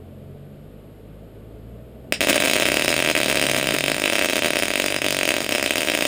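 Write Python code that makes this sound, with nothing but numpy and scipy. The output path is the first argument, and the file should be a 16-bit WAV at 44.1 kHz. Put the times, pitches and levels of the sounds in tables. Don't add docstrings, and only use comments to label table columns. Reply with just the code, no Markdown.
import sys
import numpy as np
from scipy import signal
from scipy.fft import rfft, irfft, next_fast_len
from scipy.io import wavfile
from scipy.ndimage import map_coordinates

SR = 44100
rng = np.random.default_rng(int(sys.argv[2]) if len(sys.argv) > 2 else 0)


def to_wav(s):
    ch = np.atleast_2d(s).T
    pcm = np.round(np.clip(ch, -1, 1) * 32767)
    wavfile.write(sys.argv[1], SR, pcm.astype(np.int16))


N = 267687

# (s, pressure pulse peak dB)
POPS = [(2.1237, 0.4), (2.2072, -0.7), (2.2149, -2.1), (2.2284, -6.4), (2.2374, -6.0), (2.2472, -5.7),
        (2.2716, -0.9), (2.2863, -1.7), (2.2977, 0.3), (2.3071, -5.2), (2.3159, -8.3), (2.3295, 0.2),
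        (2.3441, -4.4), (2.3586, -4.2), (2.3654, -5.0), (2.3792, -2.6), (2.403, -1.9), (2.4232, -3.2),
        (2.4376, -2.6), (2.4516, -5.8), (2.4592, -2.6), (2.4741, -1.8), (2.4818, -3.4), (2.4982, -0.4),
        (2.5128, -2.4), (2.5344, 0.5), (2.5473, -11.8), (2.557, -2.9), (2.5649, -2.0), (2.5764, -8.0),
        (2.5847, -4.3), (2.599, -1.1), (2.6086, -9.4), (2.623, -1.5), (2.6318, -3.5), (2.6552, -1.9),
        (2.6647, -3.9), (2.6868, -1.2), (2.7005, -7.6), (2.7188, -0.9), (2.7422, -0.8), (2.7552, -10.8),
        (2.7706, 0.6), (2.7836, -12.0), (2.7958, -2.4), (2.8111, -6.0), (2.8223, -2.3), (2.8467, -2.2),
        (2.8592, -7.8), (2.8804, 0.9), (2.8916, -3.4), (2.9036, -1.8), (2.9156, -5.9), (2.9274, -3.1),
        (2.9414, -1.1), (2.9651, -3.2), (2.9792, -3.5), (2.9912, -2.5), (3.0023, -2.4), (3.0244, -2.2),
        (3.0401, -10.2), (3.0483, -3.4), (3.0615, -5.3), (3.0746, -3.3), (3.0878, -3.0), (3.0997, -1.8),
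        (3.1127, -3.2), (3.1519, -2.0), (3.165, -3.7), (3.1757, -5.7), (3.1885, -8.0), (3.2025, -1.7),
        (3.2144, -3.5), (3.2322, -1.5), (3.2444, -7.7), (3.26, -1.4), (3.2678, -11.2), (3.2831, -2.2),
        (3.2992, -2.8), (3.3136, -3.1), (3.3267, -2.6), (3.3456, -7.8), (3.3563, -1.8), (3.3724, -1.1),
        (3.3853, -8.4), (3.3966, -3.7), (3.4145, -3.9), (3.426, -1.3), (3.4393, -3.8), (3.4545, -8.0),
        (3.467, -3.0), (3.4875, -6.6), (3.4975, -2.2), (3.5142, -1.6), (3.5347, -6.2), (3.5466, -2.0),
        (3.5644, -1.2), (3.5774, -11.6), (3.5851, -4.9), (3.5983, -5.1), (3.6126, -6.5), (3.6285, -5.2),
        (3.6425, -7.6), (3.6586, -10.5), (3.6713, -3.1), (3.689, -1.9), (3.708, -3.2), (3.7222, -8.0),
        (3.7486, -5.9), (3.7646, -4.2), (3.7857, -3.8), (3.8077, -2.9), (3.8399, -2.0), (3.8613, -5.0),
        (3.8818, -2.1), (3.8993, -2.5), (3.9174, -2.4), (3.945, -5.7), (3.9655, -5.5), (3.982, -7.1),
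        (3.9985, -6.2), (4.0195, -4.2), (4.0394, -2.1), (4.0581, -1.9), (4.0781, -3.5), (4.0995, -1.6),
        (4.1243, -3.3), (4.1331, -2.1), (4.1548, -2.2), (4.1637, -5.1), (4.1836, -4.4), (4.1926, -1.5),
        (4.2132, -3.1), (4.2233, -3.8), (4.2346, -9.7), (4.2462, -0.7), (4.2586, -2.1), (4.2872, -5.9),
        (4.2984, -2.1), (4.3094, -9.5), (4.3255, -8.2), (4.3332, -0.8), (4.3571, -2.7), (4.3667, -0.8),
        (4.3807, -6.0), (4.3918, -4.1), (4.4223, -3.4), (4.4343, -7.1), (4.4462, -1.6), (4.4593, -0.1),
        (4.4709, -6.6), (4.4831, -5.2), (4.5054, -1.7), (4.5341, -2.7), (4.5572, -3.4), (4.5689, -2.8),
        (4.5897, -4.1), (4.5989, -5.2), (4.6237, -3.5), (4.634, -2.2), (4.6556, -6.7), (4.6825, -5.3),
        (4.7044, -5.0), (4.7146, -7.5), (4.7372, -3.8), (4.7567, -2.8), (4.7771, -7.2), (4.7997, -2.0),
        (4.8208, -3.9), (4.8417, -4.0), (4.8617, -1.7), (4.8832, -4.1), (4.9035, -7.6), (4.924, -5.8),
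        (4.9439, -5.3), (4.9636, -2.2), (4.987, -9.9), (5.0186, -4.6), (5.0443, -5.1), (5.0538, -11.1),
        (5.0643, -1.8), (5.0844, -2.8), (5.1068, -3.4), (5.1257, -2.8), (5.1468, -5.1), (5.1677, -3.4),
        (5.189, -2.3), (5.2118, -3.9), (5.232, -1.3), (5.254, -3.2), (5.2773, -3.5), (5.2902, -0.2), (5.3063, -2.5),
        (5.3184, -6.8), (5.3404, -3.2), (5.3661, -3.0), (5.3832, -5.5), (5.405, -5.6), (5.4173, -10.0),
        (5.4446, -7.8), (5.4642, -8.2), (5.4919, -4.4), (5.5097, -9.2), (5.523, -2.5), (5.55, -1.2), (5.5584, -5.5),
        (5.5826, -4.2), (5.5969, -7.2), (5.6112, -11.1), (5.6273, -1.2), (5.641, -8.6), (5.6615, 0.9),
        (5.6763, -9.4), (5.6945, -11.0), (5.7078, 0.3), (5.7208, -12.4), (5.7361, -7.8), (5.7571, -3.9),
        (5.77, -7.5), (5.7816, -1.4), (5.8068, -4.7), (5.8186, -6.6), (5.8319, -6.3), (5.8479, -9.5),
        (5.8738, -5.3), (5.8858, -4.5), (5.8993, -0.3), (5.9185, -5.5), (5.9372, -8.0), (5.9504, -1.2),
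        (5.975, -5.3), (5.9889, -6.9), (6.0087, -1.7), (6.0239, -2.3), (6.0525, 0.1)]
# (Hz, dB per Hz)
PULSE = [(35, -32.5), (60, -22), (135, -13), (200, -4), (284, 1.5), (370, -3), (486, -3), (618, -1), (800, -11), (1080, -13.5),
         (1740, -9), (2570, -6), (4310, -19.5), (6500, -47.5)]
# (Hz, dB per Hz)
CRACK = [(2060, -19.5), (3500, -8), (3910, -4), (4250, -13), (4800, -1), (5600, -4), (6030, -10.5), (6500, -2.5), (7720, -3.5),
         (9380, 0), (12000, -33), (14800, -0.5), (15800, -22), (16500, -48)]
# (delay s, signed share of the direct pop)
ECHOES = [(.000235, -0.17), (.00155, 0.12), (.00188, 0.13), (.00263, 0.037), (.00311, 0.26), (.00442, 0.11), (.00456, -0.092), (.0051, 0.099),
          (0.0132, 0.056), (0.0212, -0.075)]
SHED = [(150, 0.096), (400, 0.29), (1000, 0.23), (2800, 0.17), (7000, 0.15), (15000, 0.12)]  # (Hz, t60 s)
WALLS = [(100, 3.5), (400, -10.5), (1000, -6), (3000, 5.5), (7000, 10.5), (11000, 1.5), (16000, 0)]
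SIZZLE = [(2.2, -32), (2.33, -21.5), (3.0, -31), (3.4, -25.5), (4.2, -29.5), (4.6, -32.5), (6.07, -28)]
# (s, firing Hz, load dB)
TRUCK = [[(0.0, 44, -3), (0.87, 50.9, -2), (1.5, 54.3, 0), (2.0, 63.1, 1), (2.5, 65.7, 0), (3.0, 68.6, 1), (3.55, 68.8, 5.5), (3.95, 71.5, 1.5)],
         [(4.4, 46.5, -8), (4.8, 48.35, -3.5), (5.2, 46, -3.5), (5.6, 45.24, -8.5), (6.07, 41.15, -8)]]
RUMBLE = [(15, -9), (25, -15), (64, -4.5), (129, -3), (224, -2), (350, -6.5), (422, -3.5), (468, -5.5), (637, -8.5),
          (838, -22.5), (913, -28), (977, -62), (1500, -28), (1950, -72), (3300, -120)]
HISS = [(600, -30), (850, -11.5), (1100, -2.5), (1720, -8.5), (3000, -9), (5200, -21), (5990, -32), (6800, -22), (9110, -19),
        (10800, -23), (12000, -17), (13200, -29), (14900, -24), (15200, -62)]
TRAFFIC = [(0, -44.5), (.6, -45), (1.301, -44.5), (1.999, -42.5), (4, -41.5), (6.07, -53.5)]  # (s, dB)
TOP_HZ = 15900
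TIME = np.arange(N) / SR
# (Hz, dB, waver dB)
HUM = [(213.6, -54, 4), (427, -60, 5), (641, -65, 4), (907.5, -72, 1)]
HOUSING = [(11620, 160, 8.5), (12670, 270, 8)]
ARC_ON_S = 2.207
FAINT_PER_S, FAINT_DB, FAINT_SPREAD_DB = 5, -14, 0.5
CRACK_DB, CRACK_FOLLOWS, CRACK_SPREAD_DB = 1.34, 0.96, 1.43
# (Hz, dB rms)
EXHAUST = [(44, -55), (58, -42.5), (71, -55), (89, -42.5), (105, -50), (114, -45), (130, -49.5), (140, -40.5), (165, -58.5), (210, -51)]
THUMP_DB, THUMP_SPREAD_DB, THUMP_WEAK = 0., 1., 0.12


def amp(db):
    return 10 ** (np.asarray(db) / 20)


def unit(x):
    return x / np.sqrt(np.mean(x ** 2) + 1e-20)


def along(points, hz):
    f, v = np.transpose(points)
    return np.interp(np.log(hz + 1), np.log(f + 1), v)


def causal(spectrum, size=4096):
    db = np.maximum(along(spectrum, np.fft.rfftfreq(size, 1 / SR)), -90)
    cepstrum = irfft(np.log(amp(db)))
    cepstrum[1:size // 2] *= 2
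    cepstrum[size // 2 + 1:] = 0
    response = irfft(np.exp(rfft(cepstrum)))[:size // 2]
    return response / np.linalg.norm(response)


def through(x, response):
    return signal.fftconvolve(x, response)[:N]


def wobble(rate):
    return map_coordinates(rng.standard_normal(int(N * rate / SR) + 4), [TIME * rate])


def noise(spectrum):
    return unit(through(rng.standard_normal(N), causal(spectrum)))


def train(s, size):
    return np.bincount(np.round(np.asarray(s) * SR).astype(int), size, N)[:N]


def pops():
    when, size = rng.random((int(FAINT_PER_S * (N / SR - ARC_ON_S)), 2)).T
    s, db = np.transpose(POPS)
    s = np.append(s, ARC_ON_S + when * (N / SR - ARC_ON_S))
    db = np.append(db, FAINT_DB + FAINT_SPREAD_DB * 2 * (2 * size - 1))
    scatter = rng.standard_normal((len(s), 2))
    thump_db = THUMP_DB - THUMP_WEAK * db + THUMP_SPREAD_DB * scatter[:, 0]
    crack_db = CRACK_DB + CRACK_FOLLOWS * db + CRACK_SPREAD_DB * scatter[:, 1]
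    shape = causal(PULSE)
    shape = -shape / np.abs(shape).max()
    push, where = bursts(s, t60=0.0016, ragged=0.081)
    pulse = through(np.bincount(where.ravel(), (push * amp(db)[:, None]).ravel(), N), shape)
    low = signal.lfilter(*signal.butter(1, 900, fs=SR), shape)
    pulse += through(train(s, amp(db) * (amp(thump_db) - 1)), low)
    spit, where = bursts(s, t60=0.011, ragged=0.14)
    spit = signal.fftconvolve(spit, causal(CRACK)[None, :spit.shape[1]], axes=1)[:, :spit.shape[1]]
    spit *= amp(crack_db)[:, None] / np.linalg.norm(spit, axis=1, keepdims=True)
    return pulse + np.bincount(where.ravel(), spit.ravel(), N)[:N]


def sizzle():
    s, db = np.transpose(SIZZLE)
    level = amp(np.interp(TIME, s, db, left=-120) + 5.53 * wobble(60) + 3.8 * wobble(300))
    return level * (0.29 * noise(PULSE) + 0.18 * noise(CRACK))


def shed(x, count=8):
    delay, share = np.transpose(ECHOES)
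    near = through(x, train(delay, share)[:SR // 20])
    stage = (TIME * 4).astype(int) % count
    lasting = 0.9 * through(x, tail())
    shifting = 0.54 * sum(through(x * (stage == k), tail()) for k in range(count))
    return 0.97 * x + near + amp(-8.5) * (lasting + shifting)


def truck(count=3):
    out = np.zeros(N)
    for gear in TRUCK:
        s, hz, load_db = np.transpose(gear)
        firing = np.interp(TIME, s, hz)
        phase = 2 * np.pi * np.cumsum(firing * (1 + 0.0068 * wobble(10))) / SR
        fade = np.clip((TIME - s[0] + 0.054) / .05, 0, 1) * np.clip((s[-1] + 0.072 - TIME) / 0.054, 0, 1)
        for k in range(1, count + 1):
            db = np.interp(TIME, s, load_db) + along(EXHAUST, k * firing) + 1.66 * wobble(7.9)
            out += np.sqrt(2) * fade * amp(db) * np.sin(k * phase)
    return out


def background():
    s, db = np.transpose(TRAFFIC)
    hum = sum(np.sqrt(2) * amp(level + waver_db * wobble(9)) * np.sin(2 * np.pi * hz * TIME + 0.4 * waver_db * wobble(7))
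              for hz, level, waver_db in HUM)
    return amp(np.interp(TIME, s, db) + 0.58 * wobble(2.76)) * noise(RUMBLE) + hum + amp(-61) * noise(HISS)


def bursts(s, t60, ragged):
    life = np.arange(320)
    sparks = rng.standard_normal((len(s), len(life))) * amp(-60 * life / SR / t60)
    rows = ragged * (sparks - np.pad(sparks, ((0, 0), (6, 0)))[:, :len(life)])
    rows[:, 0] = 1
    return rows, np.round(s * SR).astype(int)[:, None] + life


def tail():
    hz, t, z = signal.stft(rng.standard_normal(SR // 2), SR, nperseg=256)
    decay = signal.istft(z * amp(along(WALLS, hz)[:, None] - 60 * t / along(SHED, hz)[:, None]), SR, nperseg=256)[1]
    t = TIME[:len(decay)]
    decay = decay * (0.29 + 0.66 / (1 + np.exp(-(t - .0115) / 0.00021))) * (t > .0015)
    return decay / np.linalg.norm(decay)


def scene():
    return (shed(pops()) + sizzle() + truck() + background())[None]


def record(dry):
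    m = next_fast_len(N + SR // 2)
    f = np.fft.rfftfreq(m, 1 / SR)
    lift = 1 + sum(amp(db) * 1j * f * w / (c * c - f * f + 1j * f * w) for c, w, db in HOUSING)
    x = irfft(rfft(dry, m) * lift, m)
    x = x / (1 + np.abs(x / .95) ** 4) ** (1 / 4)
    return irfft(rfft(x) * (f < TOP_HZ), m)[..., :N]


dry = scene()
out = record(dry)
to_wav(out)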